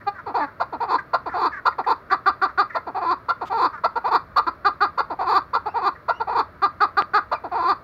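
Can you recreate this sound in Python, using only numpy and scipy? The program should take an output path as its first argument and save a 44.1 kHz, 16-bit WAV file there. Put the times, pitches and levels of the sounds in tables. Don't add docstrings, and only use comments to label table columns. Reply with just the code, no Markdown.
import sys
import numpy as np
from scipy import signal
from scipy.io import wavfile
from scipy.ndimage import uniform_filter1d

SR = 44100
rng = np.random.default_rng(int(sys.argv[2]) if len(sys.argv) > 2 else 0)


def put_to_file(sound):
    columns = np.atleast_2d(sound).T
    safe = np.clip(columns, -1, 1)
    whole_steps = np.round(safe * 32767)
    wavfile.write(sys.argv[1], SR, whole_steps.astype(np.int16))


def rack_gain(trim_db):
    fader = np.asarray(trim_db, float)
    return 10 ** (fader / 20)


N = 345303

# (low edge [Hz], high edge [Hz])
TOP_BAND = (10000, 15900)
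ROLL_HZ = 336.5


def rms_one(x):
    return x / np.sqrt(np.mean(x ** 2) + 1e-20)


def add(track, s, sound):
    at = int(round(s * SR))
    track[at:at + len(sound)] += sound[:N - at]


def band(x, low_hz, high_hz, order=2):
    return signal.sosfilt(signal.butter(order, [low_hz, high_hz], "band", fs=SR, output="sos"), x)


def resonance(x, hz, width_hz):
    r = np.exp(-np.pi * width_hz / SR)
    section = [(1 - r * r) / 2, 0, (r * r - 1) / 2, 1, -2 * r * np.cos(2 * np.pi * hz / SR), r * r]
    return signal.sosfilt([section, section], x)


def drift(rate):
    knots = rng.standard_normal(int(N / SR * rate * 2) + 2)
    return np.interp(np.arange(N) / SR * rate * 2, np.arange(len(knots)), knots)


def swell(size, rise, sharp):
    return np.sin(np.pi * np.linspace(0, 1, size) ** rise) ** sharp


def background():
    # (frequency [Hz], level [dB per Hz])
    floor = [(18, -48), (30, -14), (86, -4), (199, -11), (426, -12), (526, -13.5), (666, -7.5), (801, -24),
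             (1190, -6.5), (2410, -27.5), (2750, -39.5), (4530, -34), (5310, -45.5), (8300, -57.5),
             (16000, -47)]
    hz, floor_db = np.transpose(floor)
    rumble, white = 0, rng.standard_normal((2, N))
    edges = np.geomspace(34, 16000, 36)
    for k, (low, high) in enumerate(zip(edges, edges[1:])):
        gain_db = np.interp(np.log(low * high) / 2, np.log(hz), floor_db)
        wavering = rack_gain(gain_db + 0.26 * drift(3.7))
        rumble = rumble + wavering * band(white[k % 2], low, high, order=3)
    microphone_hiss = rms_one(band(white[1], *TOP_BAND, order=4))
    return rack_gain(-41) * rms_one(rumble) + rack_gain(-78.5) * microphone_hiss


def engines():
    # (level [dB], path of (time [s], firing rate [Hz]))
    engine_paths = [
        (-60, [(-.2, 102), (1.5, 142)]),
        (-63, [(-.2, 82), (.85, 103)]),
        (-62, [(.95, 45), (1.3, 68), (2.0, 79), (2.8, 60)]),
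        (-60, [(3.2, 100), (3.6, 110), (4.15, 77), (5.5, 85), (8.0, 93)]),
        (-61, [(4.1, 46), (4.8, 61), (6.3, 68), (8.0, 65)]),
    ]
    fade_s, octave_db = 0.2, -5
    out, t = 0, np.arange(N) / SR
    for level_db, path in engine_paths:
        times, hz = np.transpose(path)
        phase = 2 * np.pi * np.cumsum(np.interp(t, times, hz)) / SR
        fade = np.clip(np.minimum(t - times[0], times[-1] - t) / fade_s, 0, 1)
        level = rack_gain(level_db + 9.5 + 2 * drift(2))
        octave = rack_gain(octave_db + 3 * drift(1.5)) * np.sin(2 * phase)
        out = out + level * fade * (np.sin(phase) + octave)
    return out


def syrinx(pitch, rough, breath_db):
    chance = rng.standard_normal((3, len(pitch)))
    wobble = rms_one(signal.lfilter([1], [1, -.985], chance[0]))
    cycles = np.cumsum(pitch * np.exp(.4 * rough * wobble)) / SR
    sizes = rack_gain(5 * rough * chance[1][cycles.astype(int)])
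    pulses = np.exp(250 * (np.cos(2 * np.pi * cycles - np.pi) - 1))
    puffs = rack_gain(breath_db) * chance[2] * np.exp(-3 * (cycles % 1))
    return sizes * pulses, sizes * puffs


def far_bird():
    # (time [s], peak level [dB], throat resonance [Hz], length [s])
    rasps = [(0.0094, -41.5, 1734, 0.014), (0.144, -39, 1487, 0.045), (0.178, -35, 1322, 0.039),
             (0.393, -31.5, 1664, 0.078), (0.4694, -40, 1410, 0.032), (0.981, -24.5, 1536, 0.023),
             (1.29, -34, 1660, 0.016), (1.304, -32, 1270, 0.076), (1.514, -30.5, 1614, 0.056),
             (1.5514, -32, 1553, 0.057), (1.717, -40, 1884, 0.022), (1.838, -34.5, 1735, 0.015),
             (2.097, -22, 1404, 0.059), (2.475, -35, 1287, 0.045), (2.695, -33.5, 1794, 0.029),
             (2.715, -36, 1797, 0.098), (3.7244, -32, 1210, 0.052), (3.7723, -34.5, 1340, 0.022),
             (5.95, -42, 1723, 0.024)]
    out = np.zeros(N)
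    for s, level_db, hz, length in rasps:
        size = int(length * SR)
        pulses, puffs = syrinx(np.linspace(hz / 3.5, hz / 4.6, size), rough=.1, breath_db=-20)
        source = swell(size, rise=.7, sharp=1.3) * (pulses + puffs)
        rasp = resonance(source, hz, width_hz=450) + .6 * resonance(source, .76 * hz, width_hz=350)
        distant = rms_one(band(rasp, 950, 2200, order=3))
        edge = rms_one(band(source, 3200, 5800))
        add(out, s, rack_gain(level_db + 2.5) * (distant + rack_gain(-33) * edge))
    return out


def flips(t):
    # (time [s], top pitch [Hz])
    breaks = [(0.288, 442), (0.389, 460), (0.842, 521.5), (0.913, 511), (0.944, 526), (1.374, 579),
              (1.415, 471), (1.45, 504.4), (1.907, 532), (2.976, 500), (3.043, 550), (3.53, 588),
              (3.647, 540), (4.077, 526), (4.145, 481), (5.209, 550.5), (5.235, 610.6), (5.327, 549),
              (5.814, 475.5), (5.854, 455.6), (6.291, 604.6), (6.387, 552.4), (7.55, 469), (7.634, 587)]
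    rise_s, fall_s = 0.0065, 0.008
    lift, broken = 0, 0
    for s, top_hz in breaks:
        flip = np.exp(-((t - s) / np.where(t < s, rise_s, fall_s)) ** 2)
        lift = np.maximum(lift, (top_hz - ROLL_HZ) * flip)
        broken = np.maximum(broken, flip)
    return lift, broken


def throat_and_windpipe(voice, throat, beak_db):
    # (resonance [Hz], width [Hz], level against the throat [dB])
    low_tract = [(800, 300, -8), (1385, 170, -6), (1630, 220, -20), (2000, 300, -25), (2480, 300, -23),
                 (2820, 200, -30)]
    body, step = np.zeros(len(voice) + 2000), 400
    for at in range(0, len(throat) + step, step):
        near = np.arange(max(at - step, 0), at + 3 * step)
        piece = np.take(voice, near, mode="clip") * np.clip(1 - abs(near - at) / step, 0, 1)
        throat_hz = throat[min(at, len(throat) - 1)]
        body[near] += resonance(piece, throat_hz, width_hz=400)
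        for hz, width_hz, db in low_tract:
            side = -1 if abs(hz - throat_hz) > 150 else 1
            upper = 1100 < hz < 2300 or hz > 2700
            body[near] += side * rack_gain(db + beak_db * upper) * resonance(piece, hz, width_hz)
    return body[:len(voice)]


def voice_note(pitch, shape, throat, rough, strain, beak_db, level_db):
    # (resonance [Hz], width [Hz], level against the throat [dB])
    high_tract = [(3706, 370, -28), (4075, 250, -23), (4430, 287, -20.5), (4770, 33, -24.5),
                  (5240, 82, -40), (6935, 380, -45)]
    # (centre [Hz], width [Hz], level against the throat [dB])
    top_hiss = [(11100, 570, -46.5), (12100, 800, -44), (15300, 1100, -43.5)]
    pulses, puffs = syrinx(pitch, rough, breath_db=-2)
    hoarse = np.mean(rough)
    breath = np.sqrt(hoarse + 0.061 * (hoarse > .05)) * puffs
    tail = np.zeros(800)
    voice = np.concatenate([shape * pulses, tail])
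    airy = np.concatenate([shape ** 1.94 * (pulses + breath), tail])

    body = throat_and_windpipe(voice, throat, beak_db)
    body = band(band(body, 100, 1700, order=1), 590, 2950, order=4)
    chest_db = -14.5 - 1.3 * strain - 0.63 * (level_db + 13)
    chest = rack_gain(chest_db) * band(voice, 235, 560, order=3)
    edge = sum(rack_gain(db) * resonance(airy, hz, width_hz) for hz, width_hz, db in high_tract)
    air = band(airy, *TOP_BAND, order=4)
    hiss = sum(rack_gain(db) * resonance(air, hz, width_hz) for hz, width_hz, db in top_hiss)

    open_khz = throat[-1] / 1000
    shrill_db = 2 + 14 * (open_khz - 1.1) + 0.1 * (level_db + 13)
    hiss_db = .45 * (level_db + 10) + 16.5 * (open_khz - 1.27)
    upper = band(edge, 2900, 8900, order=5) + rack_gain(hiss_db) * hiss
    note = chest + body + rack_gain(shrill_db) * upper
    loudest = np.sqrt(uniform_filter1d(note ** 2, size=300).max())
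    return rack_gain(level_db + 3.5) * note / loudest


def arch(u, start, end):
    rising, falling = np.clip(1 - u / .45, 0, 1), np.clip((u - .45) / .55, 0, 1)
    return 1 + (start - 1) * rising ** 2 + (end - 1) * falling ** 2


def cracked(u, start, end):
    top, crack = 0.36, 0.94
    after = np.clip((u - top) / (1 - top), 0, 1)
    lower = crack + (end - crack) * after + (1 - crack) * np.exp(-after / .12)
    return np.where(u < top, start + (1 - start) * u / top, lower)


def short_notes():
    # (start / main pitch [ratio], end / main pitch [ratio], throat at the start / settled [ratio],
    # hoarseness [0-1], place of the swell [exponent], its sharpness [exponent], upper resonances [dB])
    hoot = (1.01, .97, 1.01, 0.024, 0.98, 1.96, -1.5)
    kick = (.6, .56, 1.15, .06, 0.74, 1.33, 4.7)
    cluck = (1.8, 0.0069, 1.01, .06, 0.52, 0.98, -2.9)
    chuck = (.8, 0.49, 1.1, 0.036, 0.73, 0.89, 1.8)
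    # (time [s], length [s], main pitch [Hz], throat [Hz], level [dB])
    hoots = [
        (0.062, 0.038, 406.2, 887, -14),
    ]
    kicks = [(0.598, 0.039, 696.5, 884, -14.5), (1.132, 0.031, 662.6, 910, -11.5),
             (1.653, 0.04, 683.4, 952, -11), (2.747, 0.037, 677, 886, -16.5),
             (3.284, 0.038, 685, 951.6, -14), (3.836, 0.032, 683.6, 944, -11.5),
             (4.36, 0.045, 687, 1065, -9.5), (4.975, 0.043, 695, 951, -14), (5.531, 0.048, 693, 951, -12.5),
             (6.081, 0.041, 681, 906, -13), (7.314, 0.04, 684, 843, -15)]
    clucks = [(0.261, 0.067, 332, 910, -25), (0.725, 0.043, 309.7, 890, -23.5),
              (1.259, 0.043, 328, 939, -22.5), (1.783, 0.033, 376.7, 906, -17.5),
              (2.867, 0.042, 320, 860, -24.5), (3.411, 0.04, 362.6, 914, -21.5),
              (5.1, 0.046, 323, 870, -22.5), (7.437, 0.045, 321, 802, -24.5)]
    chucks = [(2.11, 0.043, 397, 1190, -11.5), (2.259, 0.047, 403, 1221, -10.5),
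              (2.416, 0.051, 397.8, 1230, -12.5), (2.576, 0.056, 405.2, 1210, -11),
              (3.956, 0.032, 505.6, 900, -17), (4.467, 0.027, 347.8, 1156, -15.5),
              (5.657, 0.037, 440, 860, -18), (4.647, 0.05, 415, 1210, -10.5),
              (4.806, 0.058, 412.3, 1200, -11), (6.199, 0.03, 475.7, 880, -17),
              (6.619, 0.053, 405, 1166, -12), (6.804, 0.055, 417.2, 1210, -10.5),
              (6.969, 0.045, 413.7, 1230, -10.5), (7.135, 0.061, 428, 1235, -11)]
    out = np.zeros(N)
    for kind, notes in [(hoot, hoots), (kick, kicks), (cluck, clucks), (chuck, chucks)]:
        start, end, opening, hoarse, rise, sharp, beak_db = kind
        is_kick = notes is kicks
        contour = cracked if is_kick else arch
        for s, length, hz, throat_hz, level_db in notes:
            size = int((length + 0.0034) * SR)
            u = np.linspace(0, 1, size)
            pitch = hz * contour(u, start, end) + flips(s + u * length)[0]
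            strain = 0.3 if is_kick else np.clip((hz - 430) / 250, 0, .7)
            rough = hoarse + strain * np.clip((u - .25) / 0.077, 0, 1)
            throat = throat_hz * (1 + (opening - 1) * np.clip(1.3 - u / 0.2, 0, 1))
            shape = swell(size, rise, sharp)
            add(out, s - .002, voice_note(pitch, shape, throat, rough, strain, beak_db, level_db))
    return out


def rolls():
    # (time [s], length [s], opening level [dB], closing level [dB], throat at the close [Hz])
    breaths = [(0.34, 0.12, -14.5, -15.5, 940), (0.801, 0.17, -13.5, -9.5, 1055),
               (1.336, 0.15, -18, -11, 1154), (1.862, 0.074, -15, -11, 1100), (2.944, 0.2, -20, -14, 1090),
               (3.497, 0.18, -13.5, -9.5, 1155), (4.04, 0.137, -17, -10.5, 1180),
               (5.187, 0.207, -16.5, -9.5, 1180), (5.739, 0.158, -21.5, -11.5, 1115),
               (6.27, 0.15, -19, -11, 1112), (7.513, 0.222, -19.5, -13, 1154)]
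    # (time [s], length [s], pitch bent towards [Hz], level change [dB])
    pushes = [(0.36, .025, 507, 2.5), (0.433, .09, 292.2, -1), (0.818, 0.032, 482.3, -1.5),
              (0.867, .04, 437, -15.5), (1.391, 0.023, 457.6, -0.5), (1.88, 0.021, 504, 2),
              (1.915, 0.027, 475.3, 2.5), (2.975, 0.029, 463.5, 2), (3.003, 0.023, 440, -8),
              (3.116, 0.023, 389.2, 3.5), (3.502, 0.027, 345, -7), (3.553, .07, 461.8, -4.5),
              (3.605, 0.025, 511, -1), (4.063, 0.028, 487, 3), (4.103, 0.018, 392.6, -12.5),
              (4.114, .025, 452.3, 2.5), (4.154, 0.037, 412, 4), (5.25, 0.03, 385.5, -7.5),
              (5.301, .035, 440, 2.5), (5.369, 0.043, 401, 2), (5.767, 0.037, 496, 4.5),
              (5.81, 0.042, 418, -4.5), (5.87, .04, 420, 2.5), (6.317, .03, 498.4, -3),
              (6.343, 0.013, 345, -8), (6.359, .025, 502, 0), (6.396, 0.021, 493, 2),
              (7.561, 0.032, 483.3, 1.5), (7.698, 0.041, 401.8, 4)]
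    start_hz, end_hz, opening_throat_hz = 440, 255.3, 860
    settle_s, drop_s, attack_s, release_s = 0.01, 0.037, 0.0093, 0.016
    out = np.zeros(N)
    for s, length, opening_db, closing_db, throat_hz in breaths:
        t = np.arange(int(length * SR)) / SR
        lift, broken = flips(s + t)
        lift = np.maximum(lift, (start_hz - ROLL_HZ) * np.exp(-t / settle_s))
        level_db = opening_db + (closing_db - opening_db) * np.clip(t / (length - .025), 0, 1)
        sag = 0
        for at, wide, top_hz, lift_db in pushes:
            push = np.exp(-(2 * (s + t - at) / wide) ** 2)
            level_db = level_db + lift_db * push
            bend = (top_hz - ROLL_HZ) * push
            lift, sag = np.maximum(lift, bend), np.minimum(sag, bend)
        dropping = np.clip(1 - (length - t) / drop_s, 0, 1) ** 2
        pitch = (ROLL_HZ + lift + sag) * (1 - dropping) + end_hz * dropping
        attack = np.clip(t / attack_s, 0, 1) ** 0.43
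        release = np.clip((length - t) / release_s, 0, 1) ** 0.91
        loudest_db = level_db.max()
        shape = attack * release * rack_gain(level_db - loudest_db)
        throat = opening_throat_hz + (throat_hz - opening_throat_hz) * (t / length) ** 1.2
        rough = .07 + .35 * broken
        note = voice_note(pitch, shape, throat, rough, strain=0, beak_db=-10.5, level_db=loudest_db - 4.5)
        add(out, s, note)
    return out


def partridge():
    return short_notes() + rolls()


def yard(x):
    # (frequency [Hz], level [dB], 60 dB decay [s])
    modes = [(1040, -36, .14), (1130, -34, .14), (1207, -31, .15), (1375, -40, .1)]
    echo_t60_s = 0.19
    t = np.arange(int(.4 * SR)) / SR
    scatter = rng.standard_normal(len(t)) * (rng.random(len(t)) < .05) * (t > .005)
    coloured = band(scatter, 1000, 2400) + rack_gain(2.5) * band(scatter, 360, 7000, order=1)
    echoes = rack_gain(-29.0) * coloured * rack_gain(-60 * t / echo_t60_s)
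    echoes[[round(.0042 * SR), round(.011 * SR)]] += rack_gain([-12, -15])
    rings = sum(rack_gain(db - 26.5 - 60 * t / t60) * np.sin(2 * np.pi * hz * t) for hz, db, t60 in modes)
    return signal.fftconvolve(x, echoes + rings)[:N]


def squeak():
    # (time [s], length [s], start pitch [Hz], end pitch [Hz])
    hinge = (3.448, .046, 1330, 1240)
    out, (s, length, start_hz, end_hz) = np.zeros(N), hinge
    size = int(length * SR)
    pulses, puffs = syrinx(np.linspace(start_hz, end_hz, size), rough=.08, breath_db=-8)
    creak = resonance(pulses, 1300, width_hz=330)
    creak += rack_gain(-30.5) * band(pulses + puffs, 2600, 8000)
    creak += rack_gain(-13) * band(puffs, 1700, 4100) + rack_gain(-33) * band(puffs, 8200, 14000)
    add(out, s, rack_gain(-34) * swell(size, rise=1.5, sharp=0.69) * rms_one(creak))
    return out


def chirps():
    # (time [s], level [dB], start pitch [Hz], end pitch [Hz], length [s])
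    whistles = [
        (5.656, -46, 2340, 2860, 0.092),
        (6.099, -44.5, 2620, 3000, 0.12),
        (7.332, -32.5, 2590, 2370, 0.052),
    ]
    out, waver = np.zeros(N), drift(130)
    for s, level_db, start_hz, end_hz, length in whistles:
        size = int(length * SR)
        pitch = np.linspace(start_hz, end_hz, size) * (1 + .02 * waver[int(s * SR):][:size])
        phase = 2 * np.pi * np.cumsum(pitch) / SR
        whistle = np.sin(phase) + rack_gain(-16.5) * np.sin(2 * phase)
        add(out, s, rack_gain(level_db) * np.hanning(size) * whistle)
    return out


def tick():
    # (time [s], peak level [dB])
    knock = (7.0227, -2)
    out, t = np.zeros(N), np.arange(100) / SR
    push = -np.exp(-((t - .0003) / 0.00012) ** 2)
    rebound = 0.2 * np.exp(-((t - .0007) / 0.00066) ** 2)
    add(out, knock[0] - .0003, rack_gain(knock[1]) * (push + rebound))
    return out


def scene():
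    near = partridge()
    far = far_bird() + chirps() + squeak()
    wet = yard(near + rack_gain(-2) * far)
    return (near + far + wet + tick() + background() + engines())[None]


def roll_off(x):
    return signal.sosfilt(signal.butter(12, 15830, fs=SR, output="sos"), x)


def record(dry):
    return roll_off(rack_gain(-6.0) * dry)


dry = scene()
out = record(dry)
put_to_file(out)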